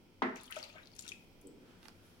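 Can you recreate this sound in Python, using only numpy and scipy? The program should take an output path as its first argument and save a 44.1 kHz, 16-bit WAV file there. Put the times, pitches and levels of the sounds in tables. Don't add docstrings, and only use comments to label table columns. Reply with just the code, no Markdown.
import sys
import numpy as np
from scipy import signal
from scipy.fft import rfft, irfft, next_fast_len
from scipy.io import wavfile

SR = 44100
rng = np.random.default_rng(int(sys.argv[2]) if len(sys.argv) > 2 else 0)


def generate_wav(signal):
    frames = np.transpose(np.atleast_2d(signal))
    scaled = np.clip(frames, -1, 1) * 32767
    pcm = np.round(scaled).astype(np.int16)
    wavfile.write(sys.argv[1], SR, pcm)


N = 97020
POUR_START_S, POUR_END_S = .34, 1.25

# frequency in Hz, left over right in dB.
WATER_PAN = [(500, 7), (2500, 10.5), (4500, 15.5), (8000, 16.5), (15000, 17.5)]
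def water():
    near = bubbles() + smacks() + plops() + gurgles()
    spray = fizz() + spatter()
    direct = left_first(panned_by_band(near + spray, WATER_PAN))
    return direct + panned(room(near, wet_db=-1) + room(spray, wet_db=-3.5), left_db=3)

def bubble(hz, t60_s, sharp=0.1, settle_s=0.00095, rise_per_s=1.2):
    t = clock(t60_s * 1.5)
    warped_s = t + sharp * settle_s * (1 - np.exp(-t / settle_s)) + rise_per_s * t ** 2 / 2
    return np.sin(2 * np.pi * hz * warped_s) * envelope(t, t60_s, attack_s=0.0003)

# start in seconds, pitch in Hz, level in dB, T60 in seconds.
BUBBLES = [(0.3628, 2380, -36.5, 0.006), (0.388, 2960, -65, 0.02), (0.4422, 4280, -50.5, 0.011),
           (0.479, 3000, -43.5, 0.006), (.5243, 2650, -27, 0.005), (.548, 2570, -43, 0.0052),
           (0.5589, 2460, -39, 0.014), (0.6285, 4450, -33.5, 0.008), (.638, 3930, -33.5, 0.005),
           (.6995, 2420, -48.5, 0.016), (0.782, 2410, -44, 0.0078), (0.832, 3805, -57, 0.029),
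           (0.8718, 4070, -57.5, .012), (0.917, 4700, -52, 0.0061), (.9355, 4330, -52, 0.011),
           (.9865, 5500, -43.5, 0.0087), (0.9922, 6980, -38, 0.019), (1.041, 4230, -57.5, 0.019),
           (1.0796, 3600, -38.5, 0.01), (1.0913, 3280, -39.5, 0.01), (1.119, 2466, -35, 0.023),
           (1.471, 7600, -44.5, 0.0048)]
def bubbles():
    out = np.zeros(N)
    for s, hz, db, t60_s in BUBBLES:
        add(out, s, amp(db) * bubble(hz, t60_s))
    return out

# start in seconds, centre in Hz, level in dB.
SMACKS = [(0.359, 5570, -45.5), (.372, 6260, -48.5), (0.4112, 6440, -50), (.4345, 10000, -45.5),
          (0.4568, 5470, -49.5), (.465, 10000, -51.5), (0.51, 10400, -41), (.5243, 5700, -44),
          (.5655, 5570, -44.5), (0.5897, 5760, -41.5), (.629, 8850, -50), (.642, 6460, -42),
          (.692, 7950, -54), (0.9642, 5960, -48), (0.9921, 6300, -32.5), (1.009, 6900, -44),
          (1.023, 7500, -44.5), (1.049, 4000, -55.5), (1.0792, 6260, -37), (1.0901, 6040, -36),
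          (1.119, 5030, -43.5), (1.414, 8800, -52.5), (1.472, 9800, -50.5)]
def smacks():
    out = np.zeros(N)
    for s, hz, db in SMACKS:
        add(out, s, amp(db) * crack(hz, octaves=0.45, t60_s=0.0029))
    return out

# start in seconds, pitch in Hz, level in dB.
PLOPS = [(.5655, 628, -36.5), (.573, 905, -48), (.621, 807, -53), (1.051, 1445, -54.5)]
def plops():
    out = np.zeros(N)
    for s, hz, db in PLOPS:
        add(out, s, amp(db) * ring(hz, t60_s=0.044, attack_s=0.0011, rise=0.025))
        add(out, s, amp(db - 1) * crack(1.55 * hz, octaves=1.0, t60_s=0.041))
    return out

# start in seconds, length in seconds, first pitch in Hz, last pitch in Hz, level in dB.
GURGLES = [(0.497, 0.031, 920, 2460, -53), (0.738, .068, 923, 2460, -52)]
def gurgles(count=30):
    out = np.zeros(N)
    for s, length_s, first_hz, last_hz, db in GURGLES:
        for k, (late, sharp, loud) in enumerate(rng.standard_normal((count, 3))):
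            progress = (k + .5) / count
            hz = first_hz * (last_hz / first_hz) ** progress * np.exp(0.244 * sharp)
            gain = amp(db + 5.3 * loud) * np.sqrt(np.sin(np.pi * progress))
            start_s = s + length_s * progress + 0.000963 * late
            add(out, start_s, gain * ring(hz, t60_s=0.015, attack_s=0.00064))
    return out

# time in seconds, stream level in dB.
FLOW_DB = [(.34, -88), (.365, -63.5), (.48, -70.5), (.57, -60.5), (.65, -63.5), (.73, -67), (.9, -80.5),
           (1.0, -73), (1.1, -69.5), (1.18, -80), (1.25, -110)]
# frequency in Hz, gain in dB.
FIZZ_EQ = [(400, -54), (700, 3.5), (1500, -13), (2600, 0), (5000, -5.5), (7000, -6), (11000, -30),
           (16000, -14)]
def fizz():
    out, span_s = np.zeros(N), POUR_END_S - POUR_START_S
    for s, hz, gain in scatter(per_s=900, low_hz=1200, ratio=12, spread_db=4, softening=0.016):
        add(out, s, gain * bubble(hz, t60_s=18 / hz))
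    grains = unit(coloured(out, FIZZ_EQ)) * np.sqrt(span_s * SR / N)
    wash = amp(-7.5) * unit(coloured(rng.standard_normal(N), FIZZ_EQ))
    return amp(curve(FLOW_DB)) * (grains + wash)

# time in seconds, level in dB.
SPRAY_DB = [(.35, -97), (.362, -77), (.48, -80.5), (.58, -66), (.66, -74), (.74, -96), (.86, -74.5),
            (.95, -74), (1.02, -66), (1.1, -62), (1.16, -88)]
# frequency in Hz, gain in dB.
SPRAY_EQ = [(800, -20), (2500, 3), (6500, 8.5), (8500, -2), (10500, 11.5), (16000, -13)]
def spatter():
    out, span_s = np.zeros(N), POUR_END_S - POUR_START_S
    for s, hz, gain in scatter(per_s=200, low_hz=2000, ratio=7, spread_db=6.5, softening=0.038):
        add(out, s, gain * ring(hz, t60_s=5.4 / hz, attack_s=1 / hz))
    ticks = unit(coloured(out, SPRAY_EQ)) * np.sqrt(span_s * SR / N)
    return amp(curve(SPRAY_DB)) * ticks

# frequency in Hz, relative level in dB, T60 in seconds before the cap.
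TANK_MODES = [(221.2, -8, .36), (253.8, 4, 0.29), (349.3, -2, 0.26), (378, -10, 0.15), (420.5, -7.5, 0.37),
              (441.3, -6.5, 0.26), (647, -11, 0.6), (775, -4, 0.14), (846, -33, 0.84), (902, -15.5, 0.44),
              (980, -29, 0.77), (1062, -5.5, 0.23), (1314, -11.5, 0.4), (2022, -31, 0.22)]
# frequency in Hz, relative density in dB.
CABINET_SPECTRUM = [(53, -45), (90, 3), (149, -15), (173, -7.5), (253, 3), (294, -17), (363, -5),
                    (577, -14.5), (844, -11), (1180, -12.5), (1290, -13.5), (1560, -10.5), (1960, -6.5),
                    (2530, -22), (14000, -70.5)]
# frequency in Hz, T60 in seconds.
CABINET_T60 = [(200, 0.48), (600, 0.43), (1000, 0.53), (2000, 0.35), (4000, 0.45), (10000, 0.51)]
def knock(start_s=.2203, t60_cap_s=.42):
    out = np.zeros((2, N))
    blow = -amp(-19) * ring(990, t60_s=0.0094, attack_s=0.00054)
    blow = signal.sosfilt(signal.butter(2, 3000, fs=SR, output="sos"), blow)
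    add(out, start_s, left_first(panned(2.3 * blow, left_db=5)))
    add(out, start_s + 0.0047, panned(amp(-11) * blow, left_db=-1))
    edge = amp(-45) * crack(3420, octaves=0.28, t60_s=0.086)
    add(out, start_s + 0.00067, panned(edge, left_db=20))
    for hz, db, t60_s in TANK_MODES:
        mode = amp(db - 32.5) * ring(hz, min(t60_s, t60_cap_s), attack_s=0.0033)
        add(out, start_s + rng.uniform(0, .004), panned(mode, left_db=rng.normal(1, 1.7)))
    boom = decayed(stereo_noise(CABINET_SPECTRUM, TAIL_COHERENCE, size=SR), CABINET_T60)
    add(out, start_s + .002, panned(amp(-30) * boom, left_db=-0.5))
    return signal.sosfilt(signal.butter(3, [213, 9000], "band", fs=SR, output="sos"), out)

# centre time in seconds, peak in dB.
SLIPS = [(1.444, -47), (1.454, -44), (1.4646, -43.5), (1.475, -47.5), (1.486, -52), (1.494, -44.5)]
# frequency in Hz, reverb T60 in seconds.
CREAK_T60 = [(200, 1.0), (350, 0.82), (550, 0.13)]
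def creak(hz=360, width_s=0.0016, trail_count=20, gap_s=.0105, jitter_s=0.00227, fade_db_per_s=61):
    out, t = np.zeros(N), clock(.012) - .006
    slip = np.cos(2 * np.pi * hz * t) * np.exp(-(t / width_s) ** 2 / 2)
    for s, db in SLIPS:
        add(out, s + t[0], amp(db) * slip)
    for k, (late, loud) in enumerate(rng.standard_normal((trail_count, 2)), 1):
        after_s = k * gap_s + jitter_s * late
        add(out, SLIPS[-1][0] + after_s + t[0], amp(-53 - fade_db_per_s * after_s + loud) * slip)
    return out + room(out, wet_db=-7, t60s=CREAK_T60)

# start in seconds, centre in Hz, level in dB.
CLICKS = [(1.83, 2860, -47), (1.842, 4570, -58), (1.8537, 4200, -50.5), (1.8562, 1350, -47),
          (1.8833, 5080, -41.5), (1.8845, 1450, -45.5), (1.893, 2470, -54)]
# start in seconds, pitch in Hz, level in dB.
BUMPS = [(1.039, 215, -46), (2.009, 279, -54.5)]
def handling():
    clicks, bumps = np.zeros((2, N))
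    for s, hz, db in CLICKS:
        add(clicks, s, amp(db) * crack(hz, octaves=0.44, t60_s=0.0044))
        add(clicks, s, amp(db - 8.5) * ring(900, t60_s=0.0092))
    for s, hz, db in BUMPS:
        add(bumps, s, amp(db) * ring(hz, t60_s=0.031, attack_s=0.001))
    return panned(clicks, left_db=-13.5) + room(clicks, wet_db=-4.5) + bumps

# time in seconds, level in dB.
RUSTLE_DB = [(1.3, -76), (1.55, -74), (1.7, -64.5), (1.8, -67.5), (1.86, -62), (1.95, -70.5), (2.03, -69),
             (2.07, -67.5), (2.2, -70)]
SIZZLE_DB = [(1.75, -98), (1.85, -68.5), (1.93, -81), (2.02, -79), (2.06, -72), (2.2, -79)]
# frequency in Hz, relative density in dB.
RUSTLE_SPECTRUM = [(300, -0.5), (800, -2), (1100, -5), (1400, 1), (2200, -10), (3200, -7.5), (7000, -18.5),
                   (11000, -23), (16000, -31)]
def rustle():
    sizzle_spectrum = [(2500, -13), (5500, -2), (8000, -10), (11000, 0), (16000, -16)]
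    sizzle = stereo_noise(sizzle_spectrum, coherence=[(3000, 0.0068)])
    body = stereo_noise(RUSTLE_SPECTRUM, coherence=[(300, 0.27), (3000, 0.052)])
    return amp(curve(RUSTLE_DB)) * body + amp(curve(SIZZLE_DB)) * sizzle

# frequency in Hz, T60 in seconds.
ROOM_T60 = [(200, 0.87), (1000, 0.52), (2500, 0.33), (6000, 0.31), (14000, 0.41)]
# frequency in Hz, left-right correlation.
TAIL_COHERENCE = [(150, 0.68), (300, 0.89), (640, -0.18), (1400, -0.15), (6000, -0.051)]
def room(x, wet_db, t60s=ROOM_T60, early_t60_s=0.036):
    t = clock(.5)
    white = stereo_noise([(100, 0), (16000, 0)], TAIL_COHERENCE, size=len(t))
    tail = decayed(white, t60s)[:, :len(t)]
    early = rng.standard_normal(tail.shape) ** 3 * amp(-60 * t / early_t60_s) * (t > .002)
    response = sum(part / np.linalg.norm(part, axis=1, keepdims=True) for part in (tail, early))
    return amp(wet_db) * signal.fftconvolve(x[None], response, axes=1)[:, :N]

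# frequency in Hz, rms level in dB.
HUM_TONES = [(99, -77), (176, -83), (242, -73.5), (346, -76.5)]
def hum():
    out, t = np.zeros(N), np.arange(N) / SR
    for hz, db in HUM_TONES:
        drift_rad = 4 * np.cumsum(rng.standard_normal(N)) / np.sqrt(SR)
        out += amp(db) * np.sqrt(2) * np.sin(2 * np.pi * hz * t + drift_rad)
    return out

# frequency in Hz, relative density in dB.
FLOOR_SPECTRUM = [(12, -27), (20, 5.5), (70, -5), (102, -0.5), (129, -8.5), (167, 0), (280, -2.5),
                  (408, -6.5), (536, -8), (648, -15), (912, -13.5), (1200, -24.5), (1560, -47),
                  (2640, -120)]
HISS_SPECTRUM = [(710, -48), (1200, -20), (1340, -2.5), (1570, -27), (1930, -8), (2080, -5), (2420, -0.5),
                 (2840, -8.5), (3170, -1.5), (3760, -13.5), (4100, -10), (5550, -8.5), (6390, -17),
                 (13400, -18.5), (15800, -15)]
# time in seconds, level in dB.
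FLOOR_DB = [(0, -64), (.3, -66.5), (1.2, -62), (2.2, -64.5)]
HISS_DB = [(0, -72.5), (.3, -73), (1.2, -68.5), (1.6, -71.5), (2.2, -70.5)]
# frequency in Hz, left-right correlation.
FLOOR_COHERENCE = [(60, 0.52), (180, 0.92), (550, 0.64), (1650, 0.045), (4970, 0.068), (15000, 0.022)]
# frequency in Hz, left over right in dB.
FLOOR_PAN = [(30, -3.5), (120, 6), (300, -0.5), (1500, -1.5)]
def background():
    low = hum() + amp(curve(FLOOR_DB)) * stereo_noise(FLOOR_SPECTRUM, FLOOR_COHERENCE)
    hiss = amp(curve(HISS_DB)) * stereo_noise(HISS_SPECTRUM, FLOOR_COHERENCE)
    return panned_by_band(low, FLOOR_PAN) + panned(hiss, left_db=-2)

def scatter(per_s, low_hz, ratio, spread_db, softening):
    span_s = POUR_END_S - POUR_START_S
    for when, pitch, size in rng.random((int(per_s * span_s), 3)):
        gain = amp(-spread_db * np.log(size + softening))
        yield POUR_START_S + when * span_s, low_hz * ratio ** pitch, gain

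def ring(hz, t60_s, attack_s=0.00039, rise=0):
    t = clock(t60_s * 1.5)
    return np.sin(2 * np.pi * hz * t * (1 + rise * t / t60_s / 2)) * envelope(t, t60_s, attack_s)

def crack(hz, octaves, t60_s):
    t = np.arange(2048) / SR
    band = lambda f: 1 / (1 + np.abs(np.log2((f + 1) / hz) / octaves) ** 2.33)
    burst = filtered(rng.standard_normal(len(t)), band) * envelope(t, t60_s, attack_s=0.01 * t60_s)
    return burst / np.abs(burst).max()

def stereo_noise(spectrum, coherence, size=N):
    def mid_side_gains(hz):
        angle = np.arccos(np.clip(along(coherence, hz), -1, 1)) / 2
        return amp(along(spectrum, hz)) * [np.cos(angle), np.sin(angle)]
    mid, side = filtered(rng.standard_normal((2, size)), mid_side_gains)
    return unit(np.array([mid + side, mid - side]))

def decayed(noise, t60s):
    hz, t, bins = signal.stft(noise, SR, nperseg=256)
    return signal.istft(bins * amp(-60 * t / along(t60s, hz)[:, None]), SR, nperseg=256)[1]

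def envelope(t, t60_s, attack_s):
    return amp(-60 * t / t60_s) * (1 - np.exp(-t / attack_s))

def left_first(x, lead_s=0.00021):
    return filtered(x, lambda hz: np.exp(1j * np.pi * hz * lead_s * np.array([[1], [-1]])))

def panned(x, left_db):
    return x * np.array([amp(left_db / 2), amp(-left_db / 2)]).reshape(2, -1)

def panned_by_band(x, rows):
    return filtered(x, lambda hz: panned(1, along(rows, hz)))

def coloured(x, rows):
    return filtered(x, lambda hz: amp(along(rows, hz)))

def filtered(x, response):
    size = next_fast_len(x.shape[-1] + 4096)
    return irfft(rfft(x, size) * response(np.fft.rfftfreq(size, 1 / SR)), size)[..., :x.shape[-1]]

def along(rows, hz):
    row_hz, values = np.transpose(rows)
    return np.interp(np.log(hz + 1), np.log(row_hz + 1), values)

def curve(rows):
    return np.interp(np.arange(N) / SR, *np.transpose(rows))

def add(track, s, sound):
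    part = track[..., max(0, round(s * SR)):][..., :sound.shape[-1]]
    part += sound[..., :part.shape[-1]]

def clock(length_s):
    return np.arange(int(length_s * SR)) / SR

def amp(db):
    return 10 ** (np.asarray(db) / 20)

def unit(x):
    return x / np.sqrt(np.mean(x ** 2) + 1e-20)

def scene():
    return knock() + water() + creak() + handling() + rustle() + background()

def record(dry):
    return filtered(dry, lambda hz: hz < 16000)

dry = scene()
out = record(dry)
generate_wav(out)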